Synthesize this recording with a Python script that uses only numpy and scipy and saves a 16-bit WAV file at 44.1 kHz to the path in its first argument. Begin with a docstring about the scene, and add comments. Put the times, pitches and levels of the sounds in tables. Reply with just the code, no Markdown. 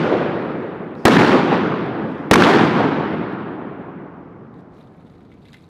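"""Shotgun in a flooded wood

A hunter fires twice, a step from the microphone; an earlier shot is already rolling at the start.
Each blast overloads the microphone, slaps off nearby trunks and rolls away through the trees,
the far shore answering after half a second. He lowers the gun: his jacket rustles, the fittings click."""
import sys
import numpy as np
from scipy import signal
from scipy.io import wavfile
from scipy.ndimage import uniform_filter1d

SR = 44100
rng = np.random.default_rng(int(sys.argv[2]) if len(sys.argv) > 2 else 0)


def store_pcm(level_fs):
    """Save levels as 16-bit WAV."""
    pcm = np.round(np.clip(level_fs, -1, 1) * 32767).astype(np.int16)
    wavfile.write(sys.argv[1], SR, np.atleast_2d(pcm).T)


N = 250910


def amp(db):
    """Decibels to gain."""
    return 10 ** (np.asarray(db) / 20)


def unit_rms(x):
    """Scale to rms 1."""
    return x / np.sqrt(np.mean(x ** 2) + 1e-20)


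def bell(x, middle, half_width):
    """Gaussian of height 1."""
    return np.exp(-((x - middle) / half_width) ** 2)


def curve_at(points, hz):
    """Interpolate a table on a log-frequency axis."""
    freq_hz, value = np.transpose(points)
    return np.interp(np.log(hz + 1), np.log(freq_hz + 1), value)


def add(mix, start_s, sound):
    """Mix in a sound; start_s may be negative."""
    at = round(start_s * SR)
    sound = sound[max(-at, 0):]
    part = mix[max(at, 0):][:len(sound)]
    part += sound[:len(part)]


def band(x, low_hz, high_hz, order=3):
    """Butterworth band-pass."""
    edges_hz = np.clip([low_hz, max(high_hz, low_hz + 20)], 1, SR / 2 - 1)
    return signal.sosfilt(signal.butter(order, edges_hz, "bandpass", fs=SR, output="sos"), x)


def colour(x, spectrum, size=8192):
    """Minimum-phase filter of unit energy, shaped to a spectrum table."""
    hz = abs(np.fft.fftfreq(size, 1 / SR))
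    log_gain = np.log(amp(curve_at(spectrum, hz)))
    response = np.exp(np.conj(signal.hilbert(log_gain)))
    taps = np.fft.ifft(response).real[:size // 2]
    return signal.oaconvolve(x, taps / np.linalg.norm(taps))[:len(x)]


def grains(samples, per_s, spread_db=0):
    """Random impulses of either sign; spread_db makes a few much larger."""
    size = amp(spread_db * np.minimum(rng.exponential(1, samples), 4))
    sign = rng.choice([-1, 1], samples)
    occurs = rng.random(samples) < per_s / SR
    return unit_rms(size * sign * occurs)


# First rebounds off water, tree and shooter: freq_hz, level_db
REBOUND_SPECTRUM = [(25, -23.5), (60, -20.5), (150, -5.5), (350, 4.5), (800, -2), (1600, -8), (4000, -20),
                    (15000, -54.5)]


def blast(level_db, push_s, thump_db, rebound_s=0.0055, gas_s=0.041):
    """Muzzle shock, push then suck; close rebounds; bark and thump of the expanding gas."""
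    t = np.arange(SR // 3) / SR
    noise = rng.standard_normal((3, len(t)))
    shock = (1 - t / push_s) * np.exp(-t / push_s)
    rebounds = amp(-5) * unit_rms(colour(noise[0], REBOUND_SPECTRUM)) * np.exp(-t / rebound_s)
    bark = amp(-18) * unit_rms(band(noise[1], low_hz=185, high_hz=426.7)) * np.exp(-t / gas_s)
    thump = unit_rms(band(noise[2], low_hz=28, high_hz=90, order=2)) * bell(t, 0, gas_s)
    return amp(level_db) * (shock + (rebounds + bark) * (t > push_s)) + amp(thump_db) * thump


# Blast as scattered by the wood: freq_hz, level_db
ROLL_SPECTRUM = [(25, -43.5), (60, -25.5), (100, -9.5), (160, 0), (300, 2), (450, 1), (650, -6.5),
                 (1000, -7.5), (1400, -9), (2000, -15), (3500, -20.5), (5000, -27.5), (8000, -38),
                 (13000, -46.5), (17000, -58)]
# Extra loss in air and brush: freq_hz, loss_db_per_s
PATH_LOSS = [(30, 18.5), (60, -2.5), (100, 1.5), (300, 2.57), (650, 3), (1200, 5), (2000, 7.5),
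             (3500, 14.5), (5000, 23.5), (8000, 42), (13000, 54.5)]
# Tree stands swell the roll, open water thins it: delay_s, half_width_s, gain_db
TERRAIN_GAINS = [(.075, .04, -2.5), (.265, .06, 1), (0.412, 0.055, -2)]


def roll(level_db, boom_db, shore_db, boom_hz=500, boom_octaves=0.32, shore_s=0.486, knee_s=1.474):
    """Thousands of trunks each return the blast; the longer the path, the fainter and duller."""
    t = np.arange(N + SR // 2) / SR
    clumps_db = -0.08 * unit_rms(uniform_filter1d(rng.standard_normal(len(t)), size=500))
    spreading_db = -89.5 * np.log10(1 + t / knee_s)
    terrain_db = sum(db * bell(t, delay_s, half_s) for delay_s, half_s, db in TERRAIN_GAINS)
    answer_db = shore_db * bell(t, shore_s, half_width=0.04)
    returns = grains(len(t), per_s=2500 + 5000 * t)
    returns *= amp(spreading_db + terrain_db + answer_db + clumps_db)
    hz, lag_s, spectra = signal.stft(colour(returns, ROLL_SPECTRUM), SR, nperseg=512, noverlap=384)
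    aim_db = boom_db * bell(np.log2((hz + 1) / boom_hz), 0, boom_octaves)  # set by barrel direction
    patches = uniform_filter1d(rng.standard_normal(spectra.shape), size=6, axis=0)
    thickets_db = 1.2 * unit_rms(uniform_filter1d(patches, size=12, axis=1))  # each has its own colour
    loss_db = curve_at(PATH_LOSS, hz)[:, None] * lag_s
    spectra *= amp(aim_db[:, None] + thickets_db - loss_db)
    _, sound = signal.istft(spectra, SR, nperseg=512, noverlap=384)
    return amp(level_db - 0.58) * sound[:len(t)]


# Shots: start_s, blast_db, push_s, thump_db, roll_db, boom_db, shore_db
GUNSHOTS = [(-0.39, 22, .0009, -14, 1.5, 0.5, 0), (1.0531, 19.5, 0.00095, -54, 3, -3.5, 3),
            (2.3119, 19, .0007, -11, 3.5, -6, 2.5)]


def gunshots(mix):
    """Each shot is a muzzle blast and its roll through the wood."""
    for start_s, blast_db, push_s, thump_db, roll_db, boom_db, shore_db in GUNSHOTS:
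        add(mix, start_s, blast(blast_db, push_s, thump_db))
        add(mix, start_s, roll(roll_db, boom_db, shore_db))


# Still air over the swamp: freq_hz, level_db
AIR_SPECTRUM = [(25, -1.5), (60, -1), (150, 4), (300, -4), (650, -19), (1200, -24.5), (2000, -33.5),
                (3500, -39), (5000, -45), (8000, -56.5), (15000, -66)]


def still_air(level_db=-46.5):
    """Faint, steady low noise of the open air."""
    return amp(level_db) * colour(rng.standard_normal(N), AIR_SPECTRUM)


# Rubbing cloth: freq_hz, level_db
CLOTH_SPECTRUM = [(300, -16), (1500, 1.5), (2200, 4.5), (3000, -2.5), (3800, 2.5), (5500, -12.5),
                  (8000, -14.5), (12000, -18.5), (16000, -30)]
# Hunter's movements: middle_s, length_s, level_db
MOVEMENTS = [(0.05, .4, -58.5), (0.651, .8, -68.5), (2.299, 1.0, -69.5), (3.1, .7, -74.5),
             (4.592, 0.082, -68), (4.8, .14, -65), (5.1, 0.43, -66.5), (5.553, 0.33, -61)]


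def jacket(snap_db=-2, rub_db=-5, crinkle_db=1.7, decay_cycles=1.9):
    """Stiff cloth rubs and crackles in bursts as the hunter moves; each fold snaps at its own pitch."""
    t = np.arange(SR // 100) / SR
    snaps = np.zeros(N)
    for hz in np.geomspace(1200, 14000, 24):
        age = hz * t / decay_cycles
        snap = np.sin(2 * np.pi * hz * t) * age * np.exp(-age)
        folds = grains(N, per_s=hz / 30, spread_db=4.2)
        snaps += hz * signal.oaconvolve(folds, snap)[:N]
    friction = amp(snap_db) * unit_rms(snaps) + amp(rub_db) * rng.standard_normal(N)
    time_s = np.arange(N) / SR
    movement = sum(amp(db) * bell(time_s, middle_s, length_s / 2) for middle_s, length_s, db in MOVEMENTS)
    bursts = unit_rms(uniform_filter1d(rng.standard_normal(N), size=400))
    return movement * amp(crinkle_db * bursts) * unit_rms(colour(friction, CLOTH_SPECTRUM))


# Echoes off clumps of trees: start_s, peak_db, decay_s, centre_hz
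TRUNK_ECHOES = [(0.078, -23, .001, 740), (0.122, -5.5, .006, 494), (0.136, -6, 0.037, 415),
                (0.204, -10, .016, 410), (0.260, -13.5, .012, 380), (1.068, 5.5, 0.011, 950),
                (1.080, 17, 0.0058, 644), (1.137, -10, 0.011, 1190), (1.166, -4.5, 0.0084, 1400),
                (1.168, 1, 0.016, 188), (1.217, -9.5, .004, 1600), (1.327, -10.5, .0077, 1450),
                (1.34, -3.5, 0.013, 307), (1.517, -7.5, 0.021, 566), (2.333, 12, 0.0055, 1200),
                (2.3373, 18, 0.0049, 1510), (2.357, 13, 0.0026, 1100), (2.422, 5, 0.0036, 1360),
                (2.437, -7.5, 0.0053, 2610), (2.46, -6.5, 0.0037, 800), (2.793, -10.5, 0.032, 520)]


def trunk_echoes(mix, width_octaves=1.3):
    """Each clump returns a short, ragged slap, coloured by trunk size and spacing."""
    t = np.arange(SR // 12) / SR
    edge_ratio = 2 ** (width_octaves / 2)
    for start_s, peak_db, decay_s, centre_hz in TRUNK_ECHOES:
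        burst = rng.standard_normal(len(t)) * bell(t, 0, decay_s)
        slap = band(burst, centre_hz / edge_ratio, centre_hz * edge_ratio)
        add(mix, start_s, amp(peak_db) * slap / abs(slap).max())


# Sleeves sliding as the gun swings: start_s, length_s, level_db, centre_hz
SLEEVE_SWISHES = [(0.39, .10, -76, 9900), (0.95, .13, -62.5, 4850), (1.9, 0.5, -70, 4940),
                  (3.08, .12, -78, 10000), (4.72, 0.093, -78.5, 5930)]


def sleeve_swishes(mix, width_octaves=0.22):
    """Woven cloth sliding on itself hisses around its thread-crossing rate."""
    edge_ratio = 2 ** (width_octaves / 2)
    for start_s, length_s, level_db, centre_hz in SLEEVE_SWISHES:
        noise = rng.standard_normal(round(length_s * SR))
        hiss = unit_rms(band(noise, centre_hz / edge_ratio, centre_hz * edge_ratio, order=1))
        add(mix, start_s, amp(level_db) * hiss * np.sqrt(np.hanning(len(hiss))))


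# Ringing modes of the fittings: pitch_hz, level_db, t60_s
FITTING_MODES = [(1420, -7.5, .03), (2080, 8.5, .05), (2270, 8, 0.044), (2840, -14, .025), (3530, -5, .025),
                 (3970, -6.5, .025), (5540, -5, .025)]


def click(peak_db, decay_s, spot_db=3, ring_db=-43):
    """A brief scrape, coloured by the spot touched, sets the fittings ringing."""
    t = np.arange(SR // 6) / SR
    scrape = colour(rng.standard_normal(len(t)) * np.exp(-t / decay_s), CLOTH_SPECTRUM)
    spot_hz = 3500 * rng.uniform(0.7, 1.4)
    scrape += amp(spot_db) * band(scrape, 0.85 * spot_hz, 1.15 * spot_hz, order=1)
    modes = sum(amp(db - 60 * t / t60_s) * np.sin(2 * np.pi * hz * t) for hz, db, t60_s in FITTING_MODES)
    sound = scrape + amp(ring_db) * signal.fftconvolve(scrape, modes)[:len(t)]
    return amp(peak_db) * sound / abs(sound).max()


# Knocks of the fittings: start_s, peak_db, decay_s
FITTING_KNOCKS = [(0.952, -43, .003), (1.863, -41, .001), (2.115, -44, 0.0038), (2.886, -32, .001),
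                  (3.3266, -39, .0015), (4.541, -51, .003), (5.317, -44.5, 0.0033), (5.454, -44, 0.0068),
                  (5.484, -44, 0.0062), (5.531, -37, 0.0048), (5.5411, -33, .008), (5.568, -42, .005)]


def fitting_knocks(mix):
    """Gun and sling fittings knock as the gun is handled."""
    for start_s, peak_db, decay_s in FITTING_KNOCKS:
        add(mix, start_s, click(peak_db, decay_s))


def sling_rattle(mix, start_s=4.98, end_s=5.38, ticks=8):
    """The sling ticks lightly and unevenly as the gun comes down."""
    slot_s = (end_s - start_s) / ticks
    for tick_s in start_s + slot_s * (np.arange(ticks) + rng.random(ticks)):
        add(mix, tick_s, click(peak_db=-54, decay_s=0.005))


def scene():
    """Shots, echoes and gun handling over still air; mono."""
    mix = jacket() + still_air()
    gunshots(mix)
    trunk_echoes(mix)
    sleeve_swishes(mix)
    fitting_knocks(mix)
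    sling_rattle(mix)
    return mix[None]


def record(dry, limit_db=-9.0, follow_s=0.0063, low_cut_hz=68, high_cut_hz=15900):
    """Input stage flattens the peaks; then a fast rms limiter, wind filter and band limit."""
    clipped = dry / (1 + dry ** 12) ** (1 / 12)
    pole = np.exp(-1 / (follow_s * SR))
    rms = np.sqrt(signal.lfilter([1 - pole], [1, -pole], clipped ** 2))
    limited = clipped / np.maximum(rms / amp(limit_db), 1)
    filtered = band(limited, low_cut_hz, high_cut_hz, order=2)
    steep_lowpass = signal.firwin(511, high_cut_hz, window=("kaiser", 9), fs=SR)
    return signal.oaconvolve(filtered, steep_lowpass[None], "same")


dry = scene()
out = record(dry)
store_pcm(out)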